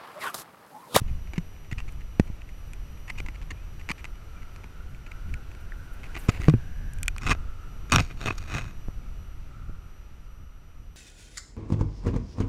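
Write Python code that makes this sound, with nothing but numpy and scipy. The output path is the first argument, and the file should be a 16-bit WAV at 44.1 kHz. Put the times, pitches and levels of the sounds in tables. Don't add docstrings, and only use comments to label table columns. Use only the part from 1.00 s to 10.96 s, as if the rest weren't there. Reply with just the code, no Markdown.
import sys
import numpy as np
from scipy import signal
from scipy.fft import rfft, irfft
from scipy.io import wavfile
from scipy.ndimage import uniform_filter1d

SR = 44100
rng = np.random.default_rng(int(sys.argv[2]) if len(sys.argv) > 2 else 0)


def bounce(signal):
    frames = np.transpose(np.atleast_2d(signal))
    limited = np.clip(frames, -1, 1)
    pcm = np.round(limited * 32767).astype(np.int16)
    wavfile.write(sys.argv[1], SR, pcm)


N = 439236
T = np.arange(N) / SR

# multiple, relative_db
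WHINE_HARMONICS = [(1, -75.5), (2, -71.5), (3, -82.5), (4, -74), (5, -88.5)]
# time_s, gain_db
WHINE_GAIN = [(0, 4), (7.6, 4), (9.96, -3.5)]
# frequency_hz, relative_db
HISS_COLOUR = [(100, 6), (350, 6), (600, 1.5), (1000, -1), (1900, -3.5), (2600, -3.5), (2950, -5.5),
               (3300, -10), (5200, -14), (7500, -18.5), (10000, -22.5), (13000, -24), (15000, -33)]
# time_s, relative_db
HISS_LEVEL = [(0, -61.5), (4.9, -60.5), (5.3, -54.5), (5.7, -60), (7.6, -62), (8.5, -64.5), (9.96, -68.5)]
# time_s, level_db
FIZZ_LEVEL = [(0, -77.5), (4.1, -80.5), (5.1, -71), (5.2, -61.5), (5.5, -69), (5.6, -97)]
# time_s, centre_hz, level_db
BAND_PATH = [(0, 1230, -74), (1.6, 1287, -69), (3.3, 1327, -63.5), (4, 1394, -58.5), (4.6, 1422, -57.5),
             (5.1, 1476, -57.5), (5.9, 1645, -62), (6.2, 1333, -57), (7.7, 1281, -64), (8.5, 1326, -61),
             (9.96, 1294, -70)]
# time_s, relative_db
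FLOW_LEVEL = [(0, -38), (.6, -41), (1.5, -41.5), (2.2, -37), (3.4, -42), (4.9, -40), (5.4, -36), (6.6, -38),
              (8.1, -38), (8.9, -44), (9.35, -43.5), (9.6, -49), (9.96, -42)]
# peak_s, rise_db
HAND_PUSHES = [(.1, 7.5), (.85, 8.5), (2.5, 4.5), (4.3, 7.5), (5.47, 4.5), (6.02, 3.5), (6.33, 4.5),
               (6.97, 4), (8.71, 5)]
# frequency_hz, relative_db
RUMBLE_COLOUR = [(8, -1), (20, 0), (35, 0.5), (55, -5.5), (80, -9), (120, -21), (180, -27), (300, -39.5),
                 (600, -77.5)]
# frequency_hz, relative_db
GULP_COLOUR = [(30, -17), (75, 1.5), (110, -0.5), (170, -7.5), (300, -21.5), (700, -55.5)]
# start_s, pitch_hz, level_db, t60_s, glide_octaves_per_s
BUBBLES = [(2.566, 2380, -54, 0.3, 2), (3.361, 2390, -52, 0.17, -1.5), (4.721, 1750, -13.5, 0.0061, 8),
           (5.19, 9500, -47.5, 0.088, -23)]
# start_s, peak_db, treble_db
SNAPS = [(0.923, -43.5, 23), (1.734, -33, 6), (5.935, -33.5, 25), (5.986, -38.5, 10), (6.031, -18, 16.5),
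         (6.0592, -37, 5), (6.081, -9, 4), (6.182, -25, 4)]
# pitch_hz, width_hz, relative_db
SNAP_MODES = [(1476, 123, -3), (1920, 200, -3.5), (2430, 124, 6), (3180, 490, -7.5), (3520, 250, -9),
              (4300, 300, -16.5), (5900, 1000, -16.5), (7180, 240, -10.5), (7800, 630, -13),
              (10100, 2800, -21)]
# start_s, length_s, relative_db, bass_db
FINGER_SLIPS = [(.078, .02, -53, 10), (0.335, 0.0066, -38.5, 20), (0.356, .017, -47.5, 11),
                (0.38, 0.006, -36, 9), (0.713, 0.0071, -40, 6), (0.724, .0065, -37.5, 3),
                (0.777, 0.034, -43, 6.5), (0.879, 0.015, -48.5, 8), (1.1977, .0039, -28, 0),
                (1.413, 0.009, -49, -13), (2.076, .02, -47, -5), (2.096, 0.013, -34.5, 1),
                (2.175, 0.028, -43, 5), (2.2027, 0.0019, -29.5, 12), (2.263, 0.003, -38.5, 4),
                (2.286, 0.0049, -36.5, 11), (2.355, .006, -47.5, 9), (2.415, .016, -50, 5),
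                (2.505, 0.014, -38, 11), (2.807, .012, -51.5, 0), (2.89, .0032, -30, 1),
                (2.897, .0038, -29.5, 4), (2.903, .0055, -30, 2.5), (2.915, .0053, -28.5, -3),
                (2.979, 0.029, -51.5, -12), (3.044, .002, -34, 4), (3.05, .0072, -40, -15),
                (3.561, 0.0041, -47, -9), (3.642, 0.0034, -41.5, 25), (4.064, .018, -50, 13),
                (4.115, 0.0057, -41, -1), (4.34, 0.0038, -35.5, -14), (4.55, .003, -49, 0),
                (5.031, 0.033, -48, 10), (5.14, 0.047, -42, 11), (5.298, 0.079, -48, 19),
                (5.393, 0.09, -44, 15)]
# frequency_hz, relative_db
GRIP_COLOUR = [(100, -18.5), (300, -6), (550, -18.5), (1000, -1.5), (1500, -6), (2000, 4), (2400, 4.5),
               (2900, -2), (3300, -14.5), (4600, -15), (5500, -21), (6700, -17), (9000, -26), (15000, -38)]
# pitch_hz, width_hz, relative_db
CASE_MODES = [(316, 234, -1.5), (692, 150, -1.5), (1208, 280, 1.5), (1655, 330, -3), (2048, 137, -2.5),
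              (2492, 110, 3), (2896, 370, -9), (3730, 300, -12), (4450, 280, -13), (4650, 420, -15.5),
              (5600, 245, -14), (6680, 390, -16.5), (8450, 260, -21), (10000, 1300, -34.5),
              (12440, 1200, -35.5), (14200, 1600, -38.5)]
# start_s, length_s, relative_db, bass_db, treble_db
ROCK_SCRAPES = [(5.165, .0025, -32.5, 2, -8), (5.285, 0.014, -29.5, 13.5, 6),
                (5.289, 0.0062, -26.5, -15, -2), (5.4165, .003, -37.5, -14, 6),
                (5.483, 0.0032, -19.5, 12, -0.5), (5.496, 0.0038, -31, 4, 4),
                (5.538, 0.0036, -40.5, -16, -18), (6.163, 0.0019, -37, 0, 7),
                (6.2645, .012, -29.5, -9, 1.5), (6.304, .02, -23.5, -8, -2), (6.349, .003, -39, 4, -3),
                (6.898, 0.0059, -40.5, 0, 8), (6.909, 0.0042, -43, -8, 8), (6.9205, 0.0042, -17, -9, 10),
                (6.96, 0.0015, -9.5, -6, 7.5), (6.983, 0.005, -21.5, -0.5, -2),
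                (6.999, 0.0058, -25.5, -14, 6), (7.258, 0.0039, -26, 5, 5), (7.272, .018, -30, -1.5, -13),
                (7.3045, 0.0046, -24, 7, -14), (7.354, 0.0029, -50, 4, 17), (7.379, 0.0092, -42, -13, 14.5)]
# start_s, length_s, final_db, swell_db, release_s_per_20_db, treble_db
ROCK_DRAGS = [(6.206, .113, -23, 21.5, .015, 5), (6.916, 0.035, -21, -1.5, 0.04, 3.5),
              (6.98, .025, -26, 0.5, 0, -1), (7.008, .02, -45, -5, 0.1, 7),
              (7.094, .018, -40.5, 10, .02, -4), (7.159, 0.12, -31.5, 21.5, 0.06, 4),
              (7.309, 0.1, -50.5, 7, 1.1, 6), (7.471, 0.08, -31, 15.5, 0.1248, 2.5)]
# frequency_hz, gain_db
DRAG_COLOUR = [(250, 3), (700, -1), (1200, -.5), (2600, 0), (4100, 2.5), (5600, -0.5), (10000, 1)]
# start_s, pitch_hz, level_db, t60_s, hardness (0-1)
CASE_KNOCKS = [(.016, 113, -16.5, 0.052, 0.1), (0.109, 112, -20.5, 0.059, .03),
               (.379, 169, -12.5, 0.063, 0.08), (.724, 112, -16.5, 0.046, 0.07),
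               (1.1977, 182, 2, 0.017, 0.18), (1.205, 64, -4, 0.027, .04), (1.3, 90, -22, 0.045, 0.36),
               (2.904, 170, -16, 0.023, 0.09), (5.288, 106, -4, 0.034, .52), (5.398, 74, -13, .04, 0.06),
               (5.4833, 153.4, -4, .13, 0.46), (5.5384, 116, -8.5, .11, 0.49), (6.946, 90, -11, .07, .05),
               (6.9664, 118, -8.5, 0.11, 0.07), (7.0063, 128, -6, .037, 0.05),
               (7.884, 71.5, -11.5, 0.014, 0.39), (8.695, 223, -27, 0.013, .14)]

WHINE_HZ, FRAME_HZ = 2926.5, 29.972
PUSH_S = 0.086
SLIP_HZ, SLIP_JITTER, SLIP_DEPTH_DB = 128, .3, 9
JUDDER_HZ, JUDDER_WIDTH_HZ, JUDDER_DB, JUDDER_LAG_S = 100, 70, -1, .008


def undb(db):
    return 10 ** (np.asarray(db) / 20)


def unit(x):
    return x / np.sqrt(np.mean(x ** 2))


def curves(table):
    times_s, *columns = np.transpose(table)
    return [np.interp(T, times_s, column) for column in columns]


def add(out, start_s, x):
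    i = max(int(start_s * SR), 0)
    out[i:i + len(x)] += x[:max(N - i, 0)]


def colour(x, points, size=4096):
    hz, db = np.transpose(points)
    bins_hz = np.maximum(np.arange(size // 2 + 1) * SR / size, 1)
    gain = undb(np.interp(np.log(bins_hz), np.log(hz), db))
    cepstrum = irfft(np.log(gain))
    cepstrum[1:size // 2] *= 2
    cepstrum[size // 2 + 1:] = 0
    return signal.fftconvolve(x, irfft(np.exp(rfft(cepstrum))))[:len(x)]


def ring(modes, size=1024):
    t = T[:size]
    return sum((-1) ** k * undb(db) * width * np.exp(-np.pi * width * t) * np.sin(2 * np.pi * hz * t)
               for k, (hz, width, db) in enumerate(modes))


def walk(rate_hz):
    hold = int(SR / rate_hz)
    steps = rng.standard_normal(4096)[np.arange(N) // hold]
    return unit(uniform_filter1d(uniform_filter1d(steps, hold), hold))


def narrow_noise(centre_hz, width_hz):
    lowpass = signal.butter(2, width_hz / 2, fs=SR, output="sos")
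    slow = signal.sosfilt(lowpass, rng.standard_normal((2, N)))
    phase = 2 * np.pi * np.cumsum(centre_hz * np.ones(N)) / SR
    return unit(slow[0] * np.cos(phase) + slow[1] * np.sin(phase))


def electronics():
    phase = 2 * np.pi * WHINE_HZ * (T % (1 / FRAME_HZ))
    gain_db, = curves(WHINE_GAIN)
    whine = sum(undb(db) * np.sin(multiple * phase) for multiple, db in WHINE_HARMONICS)
    return undb(gain_db + 1.8 * walk(5.4)) * whine


def hiss():
    hiss_db, = curves(HISS_LEVEL)
    fizz_db, = curves(FIZZ_LEVEL)
    band_hz, band_db = curves(BAND_PATH)
    soft = unit(colour(rng.standard_normal(N), HISS_COLOUR)) * undb(hiss_db + .5 * walk(7.1) + 6.5)
    fizz = narrow_noise(12000, width_hz=6500) * undb(fizz_db + 4.1 * walk(60))
    band = narrow_noise(band_hz, width_hz=214) * undb(band_db + 2.2 * walk(12))
    return soft + fizz + band


def water(rumble_gain_db=3, gulp_gain_db=-10):
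    flow_db, = curves(FLOW_LEVEL)
    motion_db = flow_db + sum(db * np.exp(-((T - peak_s) / PUSH_S) ** 2) for peak_s, db in HAND_PUSHES)
    rumble = unit(colour(rng.standard_normal(N), RUMBLE_COLOUR, size=16384))
    rumble *= undb(rumble_gain_db + walk(14))
    surge = undb(3.5 * walk(28))
    gulps = unit(colour(rng.standard_normal(N), GULP_COLOUR) * surge) * undb(gulp_gain_db)
    return (rumble + gulps) * undb(motion_db)


def bubbles(rise_s=0.002):
    out, t = np.zeros(N), T[:SR // 4]
    for start_s, hz, db, t60_s, glide in BUBBLES:
        phase = 2 * np.pi * np.cumsum(hz * 2 ** (glide * t)) / SR
        envelope = np.exp(-np.log(1000) * t / t60_s) * (1 - np.exp(-t / rise_s))
        add(out, start_s, undb(db) * np.sin(phase) * envelope)
    return out


def snaps():
    out = np.zeros(N)
    for start_s, peak_db, treble_db in SNAPS:
        snap = colour(ring(SNAP_MODES), [(2600, 0), (11000, treble_db)], size=512)
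        add(out, start_s, undb(peak_db) * snap / np.abs(snap).max())
    return out


def friction(size, rate_hz, grit, spread_db=5):
    chance, strength, fine = rng.random(size), rng.standard_normal(size), rng.standard_normal(size)
    clicks = (chance < rate_hz / SR) * undb(spread_db * np.minimum(strength, 2)) * np.sign(fine)
    catch = undb(3.5 * unit(uniform_filter1d(rng.standard_normal(size), size=130)))
    return (clicks + grit * fine) * catch


def strokes(table, body, rate_hz, grit, fade, size=8192):
    out, t = np.zeros(N), T[:size]
    for start_s, length_s, db, bass_db, treble_db in table:
        swell = 1 - np.exp(-t / (3 * length_s ** 2))
        force = swell * np.exp(-fade * t / length_s) / (1 + (t / length_s) ** 8)
        slips = friction(size, rate_hz, grit) * force
        slips[0] = 3 * np.exp(-length_s / .008)
        stroke = signal.fftconvolve(slips, body())
        stroke = colour(stroke, [(450, bass_db), (1200, 0), (2600, 0), (5000, treble_db)], size=512)
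        add(out, start_s, stroke * undb(db) * np.sqrt(length_s * SR / np.sum(stroke ** 2)))
    return out


def held_case():
    t = T[:512]
    scatter = .07 * rng.standard_normal(len(t)) * np.exp(-t / .0016)
    return colour((t == 0) + scatter, GRIP_COLOUR)


def faint_slips(count=16, until_s=4.6, length_s=.012, relative_db=-56, spread_db=4.5, bass_db=3):
    return [(until_s * (k + when) / count, length_s * (.5 + stretch),
             relative_db + spread_db * (2 * strength - 1), bass_db)
            for k, (when, stretch, strength) in enumerate(rng.random((count, 3)))]


def grip(gain_db=1, treble_db=2):
    table = [(*row, treble_db) for row in FINGER_SLIPS + faint_slips()]
    return undb(gain_db) * strokes(table, held_case, rate_hz=900, grit=.096, fade=.45)


def struck_case():
    modes = np.array(CASE_MODES, dtype=float)
    modes[:, 0] *= 1 + .018 * rng.standard_normal(len(modes))
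    modes[:, 2] += 1.5 * rng.standard_normal(len(modes))
    return ring(modes)


def scrapes(gain_db=1.5):
    return undb(gain_db) * strokes(ROCK_SCRAPES, struck_case, rate_hz=1100, grit=.06, fade=.192)


def drags(bite_s=.0046, rock_points=2, size=16384):
    out, pressure, t = np.zeros(N), np.zeros(N), T[:size]
    for start_s, length_s, final_db, swell_db, release_s, treble_db in ROCK_DRAGS:
        shape_db = np.where(t < length_s, swell_db * (t / length_s - 1), -20 * (t - length_s) / release_s)
        force = undb(final_db + shape_db) * (1 - np.exp(-(t / bite_s) ** 2))
        slip_hz = SLIP_HZ * (1 + SLIP_JITTER * walk(90)[:size])
        cycle = np.cumsum(slip_hz) / SR % 1
        jerks = force * undb(-SLIP_DEPTH_DB * cycle)
        drag = sum(signal.fftconvolve(friction(size, rate_hz=900, grit=.058) * jerks, struck_case())
                   for _ in range(rock_points))
        drag = colour(drag, DRAG_COLOUR, size=512)
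        drag = colour(drag, [(2600, 0), (5000, treble_db)], size=512)
        add(out, start_s, drag * np.sqrt(np.sum(force ** 2) / np.sum(drag ** 2)))
        add(pressure, start_s + JUDDER_LAG_S, force)
    judder = undb(JUDDER_DB) * pressure * narrow_noise(JUDDER_HZ, JUDDER_WIDTH_HZ)
    return out + judder


def knocks():
    out, t = np.zeros(N), T[:SR // 4]
    for start_s, hz, db, t60_s, hardness in CASE_KNOCKS:
        swing = -1j * np.exp((2j * np.pi * hz - np.log(1000) / t60_s) * t)
        pointed = np.real(swing / (1 - hardness * swing))
        rise_s = .00012 / hardness
        attack = 1 - np.exp(-(t / rise_s) ** 2)
        add(out, start_s, undb(db) * pointed * attack)
    return out


def scene():
    on_the_case = knocks() + scrapes() + drags() + grip()
    in_the_pool = snaps() + bubbles() + water()
    return (on_the_case + in_the_pool + hiss() + electronics())[None]


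def record(dry, top_hz=15400):
    lowpass = signal.ellip(8, .2, 70, top_hz, fs=SR, output="sos")
    return signal.sosfilt(lowpass, np.clip(dry, -1, 1))


dry = scene()
out = record(dry)
bounce(out)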